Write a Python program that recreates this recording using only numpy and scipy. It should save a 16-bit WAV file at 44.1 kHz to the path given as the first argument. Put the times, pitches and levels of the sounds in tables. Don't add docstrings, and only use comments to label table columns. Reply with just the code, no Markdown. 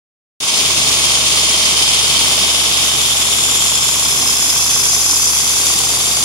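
import sys
import numpy as np
from scipy import signal
from scipy.fft import rfft, irfft
from scipy.io import wavfile

SR = 44100
rng = np.random.default_rng(int(sys.argv[2]) if len(sys.argv) > 2 else 0)


def bounce(signal):
    frames = np.transpose(np.atleast_2d(signal))
    limited = np.clip(frames, -1, 1)
    pcm = np.round(limited * 32767).astype(np.int16)
    wavfile.write(sys.argv[1], SR, pcm)


N = 275184
T = np.arange(N) / SR
HZ = np.fft.rfftfreq(N, 1 / SR)
CYCLE_HZ, TICK_HZ = 17.9395, 29.802


def amp(db):
    return 10 ** (np.asarray(db) / 20)


def unit_rms(x):
    return x / np.sqrt(np.mean(x ** 2) + 1e-20)


def curve(points):
    hz, value = np.transpose(points)
    return np.interp(np.log(HZ + 1), np.log(hz), value)


def colour(x, spectrum):
    return unit_rms(irfft(rfft(x) * amp(curve(spectrum)), N))


def wander(rate_hz):
    return unit_rms(irfft(rfft(rng.standard_normal(N)) * np.exp(-(HZ / rate_hz) ** 2), N))


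def decay(x, seconds):
    return signal.lfilter([1], [1, -np.exp(-1 / (seconds * SR))], x)


def strikes(turns, spread_db, jitter_s):
    at = np.flatnonzero(np.diff(np.floor(turns)) > 0)
    force, slip = rng.standard_normal((len(at), 2)).T
    at += np.round(slip * jitter_s * SR).astype(int)
    out = np.zeros(N)
    out[np.clip(at, 0, N - 1)] = amp(spread_db * force)
    return out


def scatter(x, t60):
    t = T[:SR // 3]
    tails = rng.standard_normal((2, len(t))) * amp(-60 * t / t60)
    return signal.fftconvolve(x[None], tails / np.linalg.norm(tails[0]), axes=1)[:, :N]


def stereo(x, lag_s=0):
    # (frequency [Hz], likeness [0-1])
    likeness = [(100, 0.75), (280, 1), (600, 0.98), (1200, 0.03), (3000, 0.224), (6000, 0.24), (12000, 0.2)]
    same = np.clip(curve(likeness), 0, 1)
    left, other = rfft(x)
    right = same * left + np.sqrt(1 - same ** 2) * other
    return irfft(np.array([left, right * np.exp(-2j * np.pi * HZ * lag_s)]), N)


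def walked():
    # (time [s], place [0 at the feeder, 1 at the drive])
    path = [(2.2, .035), (3, 0.43), (4.4, 0.82), (5.2, 0.99), (5.7, 0.71), (6.2, 0.7)]
    return np.clip(np.interp(T, *np.transpose(path)), 0, 1)


def passing(nearest_s, stay_s):
    return 1 / (1 + ((T - nearest_s) / stay_s) ** 2 / 2)


def rattle_db():
    return 1.69 - 2 * np.sin(np.pi * walked())


def clatter(blows, per_s, spread_db, ring_s, cam_share, wash):
    hits = rng.random(N) < per_s / SR
    force = amp(spread_db * np.minimum(rng.exponential(1, N), 4))
    loose = decay(hits * force ** 2, ring_s)
    driven = decay(blows ** 2, 0.02)
    power = loose / loose.mean() + cam_share * driven / driven.mean() + wash
    return unit_rms(np.sqrt(power) * rng.standard_normal((2, N)))


def cams(blows):
    # (frequency [Hz], relative level [dB])
    frame = [(200, -38), (600, -6.5), (1700, -18.5), (2500, -0.5), (3200, 4), (3700, 9.5), (4100, -7),
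             (5200, 1), (7000, -13), (10000, -68.5), (15000, -47)]
    knocks = sum(scatter(blow, t60=0.12) + amp(-2) * scatter(blow, t60=0.36) for blow in blows)
    level_db = -20 - 15 * walked() ** 3.4
    return colour(knocks, frame) * amp(level_db)


def chatter(blows):
    # (frequency [Hz], relative level [dB])
    feeder_tone = [(900, -15.5), (1750, -13.5), (2200, -0.5), (2900, -1.5), (3500, -1), (3950, -1.5),
                   (5400, -3), (7100, 0), (7900, -6.5), (9900, -6.5), (10800, -28), (12000, -18),
                   (14000, -31), (15600, -29.5)]
    drive_tone = [(900, -13.5), (1750, -13), (2200, -11), (2900, -15), (3500, -2), (3950, -20), (5400, 0.5),
                  (7100, 2), (7900, -18), (9900, -2.5), (10800, -1), (12000, -2.5), (14000, -21),
                  (15600, -18)]
    impacts = clatter(blows, per_s=500, spread_db=3.0, ring_s=0.0085, cam_share=0.12, wash=1.0)
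    at_feeder = amp(-19.0) * np.sqrt(1 - walked()) * colour(impacts, feeder_tone)
    at_drive = amp(-21.5) * np.sqrt(walked()) * colour(impacts, drive_tone)
    return (at_feeder + at_drive) * amp(rattle_db())


def rods(blows):
    # (frequency [Hz], relative level [dB])
    jolt_tone = [(600, -18), (2000, -2.5), (10500, -4), (13500, -28)]
    # (pitch [Hz], width [Hz], relative level [dB], nearest at [s], time near [s])
    steel_parts = [(1583, 39, -42.5, 4.1, 1.4), (2646, 87, -33, 4.6, 0.95), (3076, 82, -25.5, 2.14, 0.77),
                   (3215, 21, -26.5, 1.8, 1.5), (3414, 66, -24, 3.34, 1.08), (3670, 120, -25, 2.7, 0.65),
                   (3650, 52, -33.5, 5.5, 0.48), (4195, 81, -30.5, 2.9, 2.1), (4413, 92, -28.5, 1.5, 1.2),
                   (4770, 170, -25, 6, 0.66), (4810, 230, -26, 2.03, 0.88), (5115, 140, -25.5, 0.4, 2.4),
                   (5188, 39, -22, 4.77, 0.63), (5660, 60, -32.5, 3.6, 4.8), (6096, 73, -20, 5.03, 0.52),
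                   (6060, 140, -27.5, 1.04, 0.94), (6240, 73, -26, 6.1, 0.96),
                   (6770, 190, -26.5, 0.99, 0.78), (7090, 180, -21, 3.55, 0.38),
                   (7017, 105, -22.5, 5.04, 1.4), (7330, 65, -27, 6.6, 1.2), (7440, 69, -27, 6.5, 1.5),
                   (8960, 140, -32, 6.1, 0.98), (9740, 420, -35.5, 2.2, 0.98),
                   (10139, 225, -31.5, 6.1, 1.6), (10700, 95, -30.5, 4.9, 0.65)]
    loose = clatter(blows, per_s=290, spread_db=-0.5, ring_s=0.0015, cam_share=0.41, wash=0.74)
    jolts = amp(-14.5) * unit_rms(scatter(blows, t60=0.02))
    impacts = rfft(colour(loose + jolts, jolt_tone))
    out = np.zeros((2, N))
    for hz, width, db, nearest_s, stay_s in steel_parts:
        resonance = 1 / (1 + 1j * (HZ ** 2 - hz ** 2) / (width * (HZ + 1)))
        out += amp(db) * unit_rms(irfft(impacts * resonance, N)) * passing(nearest_s, stay_s)
    return out * amp(rattle_db() - 0.54)


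def shaft_ticks():
    # (pitch [Hz], relative level [dB], time to fall 60 dB [s])
    notes = [(987, -29, 0.0083), (1098, 22.5, .014), (1238, 9.5, 0.026)]
    t = T[:SR // 10]
    ring = sum(amp(db - 60 * t / t60) * np.sin(2 * np.pi * hz * t) for hz, db, t60 in notes)
    ring *= 1 - np.exp(-t / 0.00078)
    blows = strikes(TICK_HZ * T + .07, spread_db=1.2, jitter_s=.00045)
    left = amp(-35.3) * unit_rms(signal.fftconvolve(blows, ring)[:N])
    right = np.roll(left, round(-.00008 * SR))
    echo = amp(0.5) * scatter(left, t60=0.17) * passing(nearest_s=0.96, stay_s=2.4)
    return np.array([left, right]) + echo


def tone(hz, db, waver):
    wobble = 1 + waver * (wander(2.5) + 1j * wander(3.7))
    return amp(db) * unit_rms((wobble * np.exp(2j * np.pi * hz * T)).real)


def gears():
    # (pitch [Hz], level when nearest [dB], waver [0-1], nearest at [s], time near [s])
    notes = [(479, -46, .7, 3.3, 1.5), (629.1, -42.5, .35, 1.2, 1.1), (693.5, -46, .35, 5.2, 3),
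             (777.5, -46, .7, 1.4, 1)]
    return sum(tone(hz, db, waver) * passing(at, stay) for hz, db, waver, at, stay in notes)


def conveyor(blows):
    # (frequency [Hz], relative level [dB])
    rumble_tone = [(10, -60), (30, -33), (45, -39), (85, -9), (115, -2), (170, 2.5), (260, 0), (450, 2.5),
                   (540, -7), (780, 1.5), (1050, 2.5), (1350, -5.5), (1700, -7.5), (3000, -12)]
    # (time [s], boost [dB])
    swells = [(1.0, 1.5), (2.27, 2.5), (4.2, 2), (5.75, 2.5)]
    thuds = clatter(blows, per_s=120, spread_db=1.5, ring_s=0.014, cam_share=0.11, wash=1.6)
    swell_db = sum(db * np.exp(-((T - at) / 0.17) ** 2) for at, db in swells)
    return stereo(colour(thuds, rumble_tone)) * amp(-27.5 - 4 * walked() + swell_db)


def motor():
    # (pitch [Hz], full level [dB], waver [0-1])
    notes = [(71.76, -37.2, .03), (116.4, -45, .5), (143.52, -41, .25), (238.2, -48, .5), (287.1, -50, .4)]
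    full_at_s, rise_s = .645, .06
    rise_db = -8.5 * np.clip((full_at_s - T) / rise_s, 0, 1)
    return sum(tone(*note) for note in notes) * amp(rise_db - 2 * walked())


def scene():
    # (place in the turn [0-1], relative level [dB])
    pattern = [(0.038, -12), (.27, -9.5), (.51, -15), (.62, -3.5), (.8, -10.5)]
    turns = CYCLE_HZ * T - .045 + .002 * wander(1.3)
    blows = [amp(db) * strikes(turns - place, spread_db=0.55, jitter_s=.00002) for place, db in pattern]
    shake = sum(blows)
    metal = stereo(cams(blows) + chatter(shake) + rods(shake), lag_s=0.0001985)
    return metal + shaft_ticks() + motor() + gears() + conveyor(shake)


def record(dry):
    # (frequency [Hz], left minus right [dB])
    feeder_balance = [(100, -3), (600, -2.5), (1300, -3.5), (2200, 0.5), (3200, -0.5), (6100, -2),
                      (7100, 1.5), (8000, 5), (9500, 16.5), (10800, 6.5), (12500, 5), (15500, -1)]
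    drive_balance = [(100, -6), (600, -8), (1300, -9), (2200, -1.5), (3200, -1.5), (6100, -3), (7100, 2.5),
                     (8000, 1), (9500, 15.5), (10800, 8), (12500, 8.5), (15500, 5)]
    # (frequency [Hz], gain [dB])
    bass_cut = [(10, -60), (28, -20), (40, -8), (50, -8), (64, 0)]
    start_s, fade_s, treble_limit_hz = .403, 0.051, 15800
    sides = np.array([[.5], [-.5]])
    at_feeder, at_drive = (irfft(rfft(dry) * amp(sides * curve(balance) + curve(bass_cut)), N)
                           for balance in (feeder_balance, drive_balance))
    fade = amp(-8 * np.exp(-np.maximum(T - start_s, 0) / fade_s)) * (T > start_s)
    heard = ((1 - walked()) * at_feeder + walked() * at_drive) * fade
    treble_cut = signal.firwin(801, treble_limit_hz, window=("kaiser", 9), fs=SR)
    return signal.oaconvolve(np.clip(heard, -1, 1), treble_cut[None], "same")


dry = scene()
out = record(dry)
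bounce(out)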